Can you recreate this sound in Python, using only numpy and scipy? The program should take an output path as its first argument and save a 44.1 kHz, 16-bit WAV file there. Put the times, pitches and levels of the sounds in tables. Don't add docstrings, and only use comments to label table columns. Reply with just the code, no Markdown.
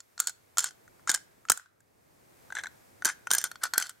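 import sys
import numpy as np
from scipy import signal
from scipy.fft import rfft, irfft, next_fast_len
from scipy.io import wavfile

SR = 44100
rng = np.random.default_rng(int(sys.argv[2]) if len(sys.argv) > 2 else 0)


def master(y):
    cut = np.clip(np.atleast_2d(y).T, -1, 1)
    pcm = np.round(cut * 32767)
    wavfile.write(sys.argv[1], SR, pcm.astype(np.int16))


N = 176400
CONTACT_SAMPLES = 4096
CLICK_GAIN = np.sqrt(.006 * SR)


def amp(db):
    return 10 ** (np.asarray(db) / 20)


def unit(x):
    return x / np.sqrt(np.sum(x ** 2) + 1e-20)


def curve(points, hz, column=1):
    table = np.transpose(points)
    return np.interp(np.log(hz + 1), np.log(table[0] + 1), table[column])


def colour(x, response):
    size = next_fast_len(x.shape[-1] + 2048)
    return irfft(rfft(x, size) * response(np.fft.rfftfreq(size, 1 / SR)), size)[..., :x.shape[-1]]


def band(x, hz, kind, order=2):
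    return signal.sosfilt(signal.butter(order, hz, kind, fs=SR, output="sos"), x)


def add(mix, start_s, sound):
    part = mix[round(start_s * SR):][:len(sound)]
    part += sound[:len(part)]


# frequency_hz, density_db
NOISE_SPECTRUM = [(40, -12), (110, -2), (175, -7), (360, -7.5), (1200, -16), (2280, -18.5), (2990, -25),
                  (6900, -23.5), (9550, -23.5), (10500, -27.5), (13000, -23.5), (16000, -30.5)]
# frequency_hz, correlation
NOISE_CORRELATION = [(60, -0.04), (290, 0.17), (640, -0.73), (1410, -0.12), (6820, .5), (15000, .1)]
# time_s, hiss_gain_db, murmur_gain_db
NOISE_GAINS = [(0, 1, -6.5), (0.999, 4.5, 3.5), (1.48, 1.5, -0.5), (1.561, -11.5, -17), (1.749, -7, -5),
               (2.1, 1.5, 0.5), (2.451, 8, 5.5), (3.5, 5.5, 2.5), (4.0, 2, -3)]

def background(base_db=-64, split_hz=1200):
    likeness = lambda f: curve(NOISE_CORRELATION, f)
    density = lambda f: amp(curve(NOISE_SPECTRUM, f))
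    side_density = lambda f: density(f) * np.sqrt((1 - likeness(f)) / (1 + likeness(f)))
    mid = colour(rng.standard_normal(N), density)
    side = colour(rng.standard_normal(N), side_density)
    noise = amp(base_db) * unit(np.array([mid + side, mid - side])) * np.sqrt(2 * N)
    murmur = colour(noise, lambda f: 1 / (1 + (f / split_hz) ** 2))
    hiss = noise - murmur
    time_s, hiss_db, murmur_db = np.transpose(NOISE_GAINS)
    t = np.arange(N) / SR
    return hiss * amp(np.interp(t, time_s, hiss_db)) + murmur * amp(np.interp(t, time_s, murmur_db))


def hum(pitch_hz=95, level_db=-86):
    return amp(level_db) * np.sqrt(2) * np.sin(2 * np.pi * pitch_hz * np.arange(N) / SR)


STAGES_S = [.45, 2.0, 2.9, 3.5]
RISE_S = [0.0012, 0.00058, 0.0015, 0.00066, 0.00068]

def contact_envelope(start_s, t60_s):
    t = np.arange(CONTACT_SAMPLES) / SR
    rise_s = RISE_S[np.searchsorted(STAGES_S, start_s)]
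    return np.minimum(t / rise_s, 1) * np.exp(-np.log(1000) * t / t60_s)


def ring(start_s, hz, db, t60_s, scatter_db, detune=.008):
    t = np.arange(CONTACT_SAMPLES) / SR
    gain = amp(db + scatter_db * rng.standard_normal(len(hz)))
    hz = hz * (1 + detune * rng.standard_normal(len(hz)))
    phase = 2 * np.pi * rng.random((len(hz), 1))
    modes = np.sin(2 * np.pi * hz[:, None] * t + phase)
    return unit(gain @ (contact_envelope(start_s, t60_s[:, None]) * modes))


# frequency_hz, first_notch_db, pushed_out_db, rattling_db, going_back_db, seating_db, t60_s
PLASTIC_MODES = [(3130, -19.5, -13, -19, -7.5, -11, 0.048), (3476, -12, -9.5, 5, -9.5, -10.5, .028),
                 (4030, -16.5, -15.5, 2.5, -26, -18, 0.04), (4400, -0.5, -11.5, -33, -9.5, -0.5, 0.034),
                 (5200, -9.5, -6, -40.5, -5, -8.5, 0.042), (6130, -8, -3, 2.5, 4, -4, .04),
                 (6730, 5, 0.5, -17, -8, -17, .025), (7197, 5.5, 5.5, 2.5, 4, -4.5, 0.022),
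                 (7970, 5.5, -5, -3, -13, -1, 0.012), (8380, -9, -3.5, -5, -10, -8, 0.024),
                 (8960, -11, -8, -23, 2, -25, .025), (10350, -6, -7.5, -17, -6, -4, 0.021),
                 (12600, -27, -16.5, -23, -8.5, -3.5, .022), (12350, -22.5, -17.5, -21, -7, -9, .024),
                 (13550, -15.5, -12.5, -25.5, -4, -7, .02)]
# time_s, shift_hz
TRAVEL_SHIFT = [(.25, -53.5), (3.4, 21), (3.64, 156), (3.74, 119), (3.79, 11.5), (3.9, -82.5)]
# frequency_hz, density_db
CRACK_SPECTRUM = [(100, -35.5), (400, -2), (950, -13.5), (2000, -6), (2600, -10.5), (3500, -6.5),
                  (7000, -3), (9000, -3), (14500, -12), (16000, -16.5)]

def snap(start_s, bright_db, crack_db=4.5, lift_db=7, width_hz=450, rebound_db=-7.5):
    hz, *stage_db, t60_s = np.transpose(PLASTIC_MODES)
    db = stage_db[np.searchsorted(STAGES_S, start_s)]
    hz = hz + (t60_s == t60_s.max()) * np.interp(start_s, *np.transpose(TRAVEL_SHIFT))
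    peaks = lambda f: 1 + amp(db + lift_db) @ np.exp(-(2 * (f - hz[:, None]) / width_hz) ** 2)
    crack = colour(rng.standard_normal(CONTACT_SAMPLES), lambda f: amp(curve(CRACK_SPECTRUM, f)) * peaks(f))
    crack *= contact_envelope(start_s, t60_s=.012)
    impact = ring(start_s, hz, db, t60_s, scatter_db=2) + amp(crack_db) * unit(crack)
    rebound_s = .0017 * rng.uniform(.38, 1)
    comb = lambda f: 1 + amp(rebound_db) * np.exp(-2j * np.pi * f * rebound_s)
    treble_shelf = lambda f: amp(curve([(5500, 0), (11500, bright_db)], f))
    return unit(colour(impact, lambda f: comb(f) * treble_shelf(f)))


# pitch_ratio, level_db, t60_s
CAVITY_MODES = [(.76, -6.5, .01), (1, 4, .024), (1.26, -9.5, .022)]

def hollow_head(start_s, pitch_hz, knock_db=-10, knock_hz=(600, 2000)):
    ratio, db, t60_s = np.transpose(CAVITY_MODES)
    burst = rng.standard_normal(CONTACT_SAMPLES) * contact_envelope(start_s, t60_s=.012)
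    knock = unit(band(burst, knock_hz, "bandpass"))
    return unit(ring(start_s, pitch_hz * ratio, db, t60_s, scatter_db=3) + amp(knock_db) * knock)


# start_s, snap_db, brightness_db, head_db, head_pitch_hz
CATCHES = [(0.003, -45, -6, -58, 1400), (0.1779, -43.5, -13.5, -47, 1410), (0.2005, -20, 10, -35.5, 1304),
           (0.202, -28.5, 19, -35, 1404), (0.271, -23.5, 4.5, -39, 1460), (0.276, -35, -9.5, -54, 1500),
           (0.2825, -35, -6.5, -49, 1506), (0.2943, -36.5, 4.5, -44, 1500),
           (0.5717, -33, -6.5, -34.5, 1380), (0.5825, -18, 2.5, -28, 1395), (0.5908, -21.5, -1, -34, 1400),
           (0.6046, -28.5, 3, -46, 1580), (0.6253, -40.5, 5.5, -64, 1890), (0.642, -24.5, 7.5, -32, 1482),
           (0.6596, -37.5, -10.5, -47, 1540), (0.7075, -52, -12, -55, 1520), (0.878, -63.5, -5, -55, 1447),
           (0.9955, -72, -8, -60.5, 1430), (1.0742, -36, -7, -30.5, 1387), (1.0936, -20.5, -5, -25.5, 1702),
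           (1.1, -21.5, 0.5, -32.5, 1526), (1.115, -24.5, 2.5, -39, 1470), (1.1419, -27, 1, -50, 1590),
           (1.1438, -29.5, 3, -38, 1570), (1.1467, -22.5, -1.5, -34, 1620),
           (1.1583, -34.5, 0.5, -44.5, 1575), (1.452, -59.5, 2.5, -48, 1330),
           (1.486, -40.5, -23.5, -41, 1420), (1.4982, -19, 2, -29.5, 1126), (1.5001, -16.5, 7.5, -21, 1335),
           (1.5, -17.5, 4, -30, 1640), (1.5185, -20, 4.5, -30.5, 1487), (1.5742, -37.5, 8, -42.5, 1475),
           (1.5963, -57, -1.5, -48.5, 1514), (1.659, -70, -7.5, -58, 1530), (1.8047, -64.5, 2, -68, 1590),
           (2.503, -57, -10, -42.5, 1550), (2.523, -47.5, -1.5, -35, 1610), (2.551, -38, -4, -38, 1520),
           (2.568, -44.5, -12, -31, 1710), (2.5764, -47, -11, -43, 1620), (2.5853, -42, 0, -34, 1613),
           (2.5928, -45, -17, -36.5, 1850), (2.636, -39.5, -6, -36.5, 1570), (2.643, -50.5, -8, -38, 1563),
           (2.657, -52, -7.5, -36.5, 1690), (2.6685, -44, -10, -38, 1493), (3.022, -49, -3, -34.5, 1470),
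           (3.048, -23.5, -3, -36, 1630), (3.0541, -18.5, 6, -26.5, 1605), (3.0662, -31.5, 6, -36, 1540),
           (3.0776, -37.5, -5.5, -32, 1514), (3.089, -39, 0, -34, 1673), (3.1, -41, -13, -34.5, 1717),
           (3.2709, -41.5, 0, -31.5, 1440), (3.3055, -28.5, -9.5, -37, 1390), (3.3085, -47, -10, -34, 1013),
           (3.3133, -18, -1, -30, 1470), (3.3263, -28.5, 4, -38, 1570), (3.3347, -20, 6.5, -38, 1600),
           (3.341, -30, 0, -38, 1610), (3.3493, -22.5, 7, -32, 1605), (3.3827, -21.5, -0.5, -46, 1480),
           (3.414, -36, 0, -45, 1670), (3.4405, -24, 6, -31, 1510), (3.5145, -41, -2, -40, 1420),
           (3.5563, -48.5, -14, -46, 1460), (3.6348, -29.5, -3, -41.5, 1486),
           (3.6376, -25.5, 2.5, -31, 1410), (3.6531, -44.5, 8, -32.5, 1430),
           (3.7362, -27.5, -2, -29.5, 1443), (3.742, -37, -6.5, -39.5, 1484), (3.779, -17, 8.5, -25, 1510),
           (3.7997, -33, 3, -35.5, 1480), (3.8122, -40, 2, -35.5, 1440), (3.8242, -27.5, -10, -42, 1590),
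           (3.8678, -42.5, -5, -55, 1455), (3.8939, -38, 2, -44, 1422)]

def catches():
    out = np.zeros(N)
    for start_s, snap_db, bright_db, head_db, pitch_hz in CATCHES:
        parts = amp(snap_db) * snap(start_s, bright_db)
        head = amp(head_db) * hollow_head(start_s, pitch_hz)
        add(out, start_s, CLICK_GAIN * (parts + head))
    return out


# start_s, end_s, scrape_db, head_db, change_over_slide_db
SLIDES = [(0.188,0.278,-43.5,-47.5,-19), (0.278,0.308,-46.5,-58,-6), (0.588,0.694,-38.5,-48.5,-7),
          (1.074,1.178,-40,-41,-9.5), (2.549,2.612,-47.5,-42,-9.5), (3.048,3.108,-33,-32.5,-8.5),
          (3.106,3.151,-49.5,-50.5,-34), (3.3,3.371,-37.5,-37,4), (3.37,3.433,-41,-48.5,-9),
          (3.443,3.477,-38,-42,-18), (3.61,3.646,-42.5,-35.5,19), (3.649,3.678,-40,-39.5,-15),
          (3.734,3.765,-48.5,-36.5,2), (3.769,3.864,-40,-41.5,-10.5), (3.861,3.914,-54,-56.5,9)]

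def slides(spots=5, slips_per_s=2400, spread_db=5, fade_s=.004, scrape_trim_db=-2, head_trim_db=-1.5):
    out = np.zeros(N)
    catch_s, *_, catch_hz = np.transpose(CATCHES)
    for start_s, end_s, scrape_db, head_db, change_db in SLIDES:
        length = int((end_s - start_s) * SR)
        fade_in = np.minimum(np.arange(length) / SR / fade_s, 1)
        envelope = fade_in * amp(change_db * np.linspace(-.5, .5, length))
        pitch_hz = np.interp((start_s + end_s) / 2, catch_s, catch_hz)
        for _ in range(spots):
            chance, size, sign = rng.random((3, 8192))[:, :length]
            strength = amp(spread_db * np.minimum(-np.log(size), 3))
            slips = (chance < slips_per_s / spots / SR) * np.sign(sign - .5) * strength
            force = unit(slips * envelope) * np.sqrt(length / spots)
            parts = amp(scrape_db + scrape_trim_db) * snap(start_s, bright_db=-6)
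            spot_hz = pitch_hz * (1 + .046 * rng.standard_normal())
            head = amp(head_db + head_trim_db) * hollow_head(start_s, spot_hz)
            add(out, start_s, signal.fftconvolve(force, parts + head))
    return out


# start_s, level_db, lower_edge_hz, upper_edge_hz
THUMPS = [(1.0945, -35, 180, 750), (1.4988, -36, 45, 230), (1.4999, -32, 150, 754), (3.0565, -35, 170, 600),
          (3.3135, -38, 140, 545), (3.776, -34.5, 200, 700)]

def thumps():
    out = np.zeros(N)
    for start_s, level_db, low_hz, top_hz in THUMPS:
        burst = rng.standard_normal(CONTACT_SAMPLES) * contact_envelope(start_s, t60_s=.022)
        jolt = unit(band(burst, [low_hz, top_hz], "bandpass"))
        add(out, start_s, amp(level_db) * CLICK_GAIN * jolt)
    return out


# frequency_hz, left_minus_right_db, left_lead_rad
STEREO = [(100, 0, 2.6), (520, -1, 2.2), (950, 1, .4), (1600, 1.5, .2), (2800, 4, -.1), (4000, 0, 0),
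          (7300, -.5, 0), (9000, -3.5, .1), (10500, -4, .8), (12400, -2, 1.2), (13600, 3, .7)]

def stereo_image(x):
    side = np.array([[.5], [-.5]])
    return colour(x, lambda f: amp(side * curve(STEREO, f)) * np.exp(1j * side * curve(STEREO, f, 2)))


def near_echoes(x, count=8, span_s=.004, level_db=-14.5):
    size = int(span_s * SR)
    taps = np.zeros((2, size))
    for channel in taps:
        signs = rng.choice([-1, 1], count)
        delays = (size * rng.uniform(.1, 1, count)).astype(int)
        channel[delays] = signs / np.sqrt(count)
    return amp(level_db) * signal.oaconvolve(x[None], taps, axes=1)[:, :N]


# frequency_hz, t60_s, level_db
ROOM_DECAY = [(150, 0.28, -21), (700, 0.25, -22), (1500, 0.46, -18.5), (3500, 0.35, -16.5),
              (7000, 0.23, -20.5), (14000, 0.28, -20)]

def reverberation(x, onset_s=.004):
    hz, t, noise = signal.stft(rng.standard_normal((2, SR // 2)), SR, nperseg=256)
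    decay_per_s = np.log(1000) / curve(ROOM_DECAY, hz)[:, None]
    gain = amp(curve(ROOM_DECAY, hz, column=2))[:, None] * np.sqrt(2 * decay_per_s / SR)
    tail = signal.istft(noise * gain * np.exp(-decay_per_s * t), SR, nperseg=256)[1]
    tail *= np.minimum(np.arange(tail.shape[1]) / SR / onset_s, 1)
    return signal.fftconvolve(x[None], tail, axes=1)[:, :N]


def scene():
    contacts = catches() + band(slides(), hz=11500, kind="low", order=4)
    toy = band(contacts, hz=170, kind="high") + thumps()
    return stereo_image(toy) + near_echoes(toy) + reverberation(toy) + background() + hum()


def record(dry, ceiling=.8, low_cut_hz=40, top_hz=16000):
    rounded = ceiling * np.tanh(dry / ceiling)
    thinned = band(rounded, low_cut_hz, "high")
    low_pass = signal.firwin(255, top_hz, window=("kaiser", 9), fs=SR)
    return signal.oaconvolve(thinned, low_pass[None], "same")


dry = scene()
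out = record(dry)
master(out)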